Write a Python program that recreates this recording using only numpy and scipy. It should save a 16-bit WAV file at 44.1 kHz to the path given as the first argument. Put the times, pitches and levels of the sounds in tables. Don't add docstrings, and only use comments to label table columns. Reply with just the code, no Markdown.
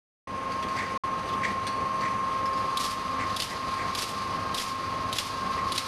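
import sys
import numpy as np
from scipy import signal
from scipy.fft import rfft, irfft, next_fast_len
from scipy.io import wavfile
from scipy.ndimage import map_coordinates

SR = 44100
rng = np.random.default_rng(int(sys.argv[2]) if len(sys.argv) > 2 else 0)


def materialize(psi):
    bounded = np.clip(np.atleast_2d(psi).T, -1, 1)
    quanta = np.round(bounded * 32767).astype(np.int16)
    wavfile.write(sys.argv[1], SR, quanta)


N = 258867

# start in seconds, air and blade in relative dB, seconds from valve to
# end stop, end stop in relative dB, its body in dB against that, dip of the whine in dB.
STROKES = [(2.772, -31.5, -27, 0.09, -26, -25, -0.5), (3.3639, -35, -17.5, .0573, -21, -20, 13),
           (3.9498, -31.5, -21.5, .0717, -24, -28, 8.5), (4.5448, -33, -22.5, 0.053, -27, -11, 5),
           (5.128, -34.5, -26, .0565, -16.5, -16, 11), (5.7204, -36, -24, .058, -17, -18, 8.5)]
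# time in seconds, place from 0 (conveyor) to 1 (labelling head).
MIC_PATH = [(0, 0), (2.2, 0), (3.2, 0.81), (5.87, 0.95)]


def motors():
    # time in seconds, relative level in dB.
    whine_levels = [(0.28, -33.5), (0.74, -31.5), (0.84, -35), (0.94, -31.5), (1.16, -29), (1.26, -35.5),
                    (1.35, -29.5), (1.65, -32), (1.9, -29.5), (2.58, -28.5), (3.0, -34), (3.2, -31.5),
                    (4.6, -32.5), (5.87, -31)]
    # offset in shaft rates, dB at the conveyor, dB at the head.
    side_tones = [(1, -12, -7.5), (-1, -30, -21)]
    # pitch in Hz, relative dB at the conveyor and at the head.
    drive_tones = [(1114, -26, -25), (1142, -21, -18.5), (1165.5, -17, -12.5), (1194, -27, -24),
                   (1242, -19.5, -20.5), (1265, -26, -25), (1291, -22, -20), (1311, -28, -26)]
    whine_hz, shaft_hz = 1066.2, 24.3
    place = curve(MIC_PATH)
    dip_db = sum(depth_db * dip(s) for s, *_, depth_db in STROKES)
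    phase = 2 * np.pi * np.cumsum(whine_hz + .7 * wobble(14)) / SR
    shaft = 2 * np.pi * (np.cumsum(shaft_hz + .5 * wobble(14)) / SR + rng.random())
    throb = sum(amp(conveyor_db + place * (head_db - conveyor_db)) * np.sin(phase + k * shaft)
                for k, conveyor_db, head_db in side_tones)
    waver = amp(.8 * wobble(22))
    whine = np.sqrt(2) * waver * (np.sin(phase) + amp(2 * wobble(12)) * throb)
    neighbours = amp(1) * wavering_tones(drive_tones, waver_db=4.5, drift_hz=3.5)
    return amp(curve(whine_levels) - dip_db - 1.05) * (whine + neighbours)


def air_puffs():
    # peak in seconds after the valve, relative level in dB.
    puffs = [(0.033, -1), (0.072, 0), (.143, -7)]
    # frequency in Hz, relative level in dB.
    air_spectrum = [(300, 1), (1500, -1), (2600, 2.5), (4000, 2.5), (5100, 3.5), (5800, 0), (7600, -5),
                    (9100, -4), (10000, -7.5), (11200, -6.5), (12200, -12), (14000, -16)]
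    flow = sum(amp(air_db + db) * swell(s + after, rise_s=.013, decay_s=.026)
               for s, air_db, *_ in STROKES for after, db in puffs)
    return flow * amp(wobble(260)) * noise(air_spectrum)


def knocks():
    valve_db, valve_body_db = -20, -28
    blade_s, blade_body_db = .037, -22
    for s, _, blade_db, stop_s, stop_db, stop_body_db, _ in STROKES:
        yield s, valve_db, valve_body_db
        yield s + blade_s, blade_db, blade_body_db
        yield s + stop_s, stop_db, stop_body_db


def cutter():
    # frequency in Hz, relative level in dB.
    snap_spectrum = [(300, -8), (1500, -8.5), (2500, -6.5), (3600, 5.5), (4800, 4.5), (5800, -2),
                     (7300, -4.5), (9000, -19), (10000, -23), (11100, -4), (12200, -12), (14000, -17)]
    # centre in Hz, width in Hz, relative level in dB.
    head_modes = [(2710, 520, -9), (3420, 460, -1.5), (3900, 93, 3), (4390, 90, -2), (5170, 230, -9),
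                  (6740, 120, -17), (8040, 100, -11), (8880, 370, -11.5), (10730, 200, -9)]
    crack, chatter, body = np.zeros((3, N))
    for s, db, body_db in knocks():
        crack += amp(db) * burst(s, hold=.0014, t60=.011)
        blow = amp(db) * burst(s, hold=.0048, t60=.044)
        chatter += blow
        body += amp(body_db) * blow
    thud = body * noise([(100, -25), (700, -16), (2000, 2), (3000, -3), (4500, -34), (12000, -45)])
    snap = (amp(-24) * crack + amp(-13) * chatter) * noise(snap_spectrum)
    grit = amp(2 * wobble(700))
    ring = amp(-11) * chatter * resonant(head_modes)
    return grit * (snap + amp(-2) * thud) + ring


def jar_clinks():
    # start in seconds, relative level in dB, ping in Hz.
    contacts = [(0.5194, -31, 4600), (0.6257, -26.5, 3320), (0.6844, -30.5, 4590), (0.764, -28, 4650),
                (1.287, -28.5, 3380), (1.3315, -30, 3350), (1.6682, -21.5, 4230), (2.0088, -30, 4620),
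                (2.4558, -27, 5090), (2.5311, -31, 4750), (2.5755, -32, 5000)]
    # pitch in Hz, relative level in dB, seconds to fall 60 dB.
    rail_modes = [(2918, -20, 0.14), (3550, 4, 0.028), (4260, 3, 0.025), (4440, -9, 0.97), (5800, -12, .2),
                  (8600, -5, 0.097), (10900, -13, .08)]
    tick = noise([(1000, -23), (1700, 10), (4400, -1.5), (6000, -4), (9000, -13.5), (12000, -18),
                  (14000, -47)])
    clinks = np.zeros(N)
    for s, db, hz in contacts:
        ping = resonant([(hz, 250, 0)])
        clinks += amp(db) * burst(s, hold=.0028, t60=.12) * (amp(-14) * ping + amp(-13.5) * tick)
    hardest_s, _, _ = max(contacts, key=lambda contact: contact[1])
    rail = sum(amp(db - 38.5) * burst(hardest_s, hold=.0027, t60=t60) * tone(hz, drift_hz=109, rate=300)
               for hz, db, t60 in rail_modes)
    return clinks + rail


def jar_rubs():
    # loudest moment in seconds, relative level in dB, decay in seconds.
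    rubs = [(0.789, -31.5, 0.064), (1.45, -27, 0.03), (2.039, -33, 0.041), (3.21, -32.5, .03),
            (3.518, -38, .025), (3.797, -34.5, .05), (5.595, -38.5, 0.022)]
    # centre in Hz, width in Hz, relative level in dB.
    jar_modes = [(1864, 125, 1.5), (2080, 220, 1), (2367, 240, -4.5)]
    # frequency in Hz, relative level in dB.
    scratch_spectrum = [(800, -33), (1600, 10.5), (2400, -14), (3200, -1), (5000, -7), (7200, -11.5),
                        (8600, -13), (13000, -48)]
    pressure = sum(amp(db) * swell(s, rise_s=.018, decay_s=decay) for s, db, decay in rubs)
    slips = amp(2.3 * wobble(170))
    return pressure * slips * (amp(-1) * resonant(jar_modes) + amp(-8) * noise(scratch_spectrum))


def conveyor():
    # pitch in Hz, relative dB at the conveyor and at the head.
    hum_tones = [(50, -29, -21), (78.2, -22.5, -15.5), (100.6, -16.5, -10), (174.3, -24, -23),
                 (200.8, -11.5, -17), (259.2, -14, -14), (505, -21, -27), (530.5, -12.8, -17),
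                 (636.6, -14, -16), (906, -15, -28), (1596, -20, -15), (6040, -28.5, -41)]
    # frequency in Hz, relative level in dB.
    rumble_spectrum = [(15, -46), (25, -15.5), (102, -1), (147, -3), (201, -1.5), (230, -3), (355, -5),
                       (517, -4), (565, -6), (900, -6.5), (1170, -18), (1980, -120)]
    belt_spectrum = [(500, -15.5), (900, 0.5), (1300, 6), (1480, -5.5), (1900, -6), (3100, -5),
                     (4800, -0.5), (5500, -9.5), (6200, -8.5), (7400, -19), (8800, -17), (11500, -20),
                     (13000, -30), (14000, -56)]
    place = curve(MIC_PATH)
    frame_db = -38 - 7 * place * sum(dip(s + .014) for s, *_ in STROKES)
    hiss_db = -47.5 + 6 * place
    hum = wavering_tones(hum_tones, waver_db=2.5, drift_hz=2.173)
    rumble = amp(-1.5 + 1.6 * wobble(35)) * noise(rumble_spectrum)
    housing = amp(-3) * noise([(400, -27), (800, -14), (950, 2), (1300, -1.5), (1480, -5), (2000, -4),
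                               (2800, -9), (6000, -33.5), (12000, -46)])
    belt = amp(hiss_db + 1.1 * wobble(90) + 1.9 * wobble(16)) * noise(belt_spectrum)
    fizz_gain = (1 - place) * amp(hiss_db - 13 + 1.6 * wobble(29.3))
    fizz = fizz_gain * noise([(4000, -38), (6000, 12), (7400, -4), (8800, 5), (11500, -5), (13500, -34)])
    return amp(frame_db) * (hum + rumble + housing) + belt + fizz


def hall(x):
    # frequency in Hz, seconds to fall 60 dB.
    decay_times = [(200, .5), (2000, 1), (12000, 0.75)]
    hz, t, spectra = signal.stft(rng.standard_normal(SR // 2), SR, nperseg=256)
    decay = amp(-60 * t / along(decay_times, hz)[:, None])
    _, tail = signal.istft(spectra * decay, SR, nperseg=256)
    return signal.fftconvolve(x, tail / np.linalg.norm(tail))[:N]


def dip(s):
    # seconds after the valve, share of the full depth.
    dip_shape = [(-.04, 0), (.07, 1), (.2, .33), (.36, 0.017)]
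    after, share = np.transpose(dip_shape)
    return np.interp(clock() - s, after, share, left=0, right=0)


def burst(s, hold, t60):
    age = clock() - s
    return (age >= 0) * amp(-60 * np.clip(age - hold, 0, 1) / t60)


def swell(s, rise_s, decay_s):
    age = clock() - s
    return np.exp(-np.maximum(-age / rise_s, age / decay_s))


def wavering_tones(table, waver_db, drift_hz):
    place = curve(MIC_PATH)
    total = np.zeros(N)
    for hz, conveyor_db, head_db in table:
        db = conveyor_db + place * (head_db - conveyor_db) + waver_db * wobble(6)
        total += amp(db) * tone(hz, drift_hz, rate=14)
    return total


def tone(hz, drift_hz, rate):
    turns = np.cumsum(hz + drift_hz * wobble(rate)) / SR + rng.random()
    return np.sqrt(2) * np.sin(2 * np.pi * turns)


def resonant(modes):
    def response(hz):
        return sum((-1) ** k * amp(db) * 1j * hz * width / (centre ** 2 - hz ** 2 + 1j * hz * width)
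                   for k, (centre, width, db) in enumerate(modes))
    return unit(filtered(rng.standard_normal(N), response))


def noise(spectrum):
    return unit(filtered(rng.standard_normal(N), lambda hz: amp(along(spectrum, hz))))


def filtered(x, response):
    size = next_fast_len(N + SR // 2)
    return irfft(rfft(x, size) * response(np.fft.rfftfreq(size, 1 / SR)), size)[:N]


def wobble(rate):
    return map_coordinates(rng.standard_normal(int(N * rate / SR) + 4), [clock() * rate])


def curve(points):
    return np.interp(clock(), *np.transpose(points))


def along(points, hz):
    knots_hz, values = np.transpose(points)
    return np.interp(np.log(hz + 1), np.log(knots_hz + 1), values)


def clock():
    return np.arange(N) / SR


def amp(db):
    return 10 ** (np.asarray(db) / 20)


def unit(x):
    return x / np.sqrt(np.mean(x ** 2) + 1e-20)


def scene():
    work = air_puffs() + cutter() + jar_clinks() + jar_rubs()
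    return (motors() + conveyor() + work + amp(-11) * hall(work))[None]


def record(dry):
    live_spans = [(.272, .977), (1.036, 6)]
    fade_db, fade_s, top_hz = -4, .2, 14200
    t = clock()
    gate = sum(np.clip(np.minimum(t - start, end - t) / .002, 0, 1) for start, end in live_spans)
    cut_in_s = live_spans[0][0]
    fade = amp(fade_db * np.clip(1 - (t - cut_in_s) / fade_s, 0, 1))
    return filtered(dry[0] * gate * fade, lambda hz: np.clip((top_hz - hz) / 300 + .5, 0, 1))[None]


dry = scene()
out = record(dry)
materialize(out)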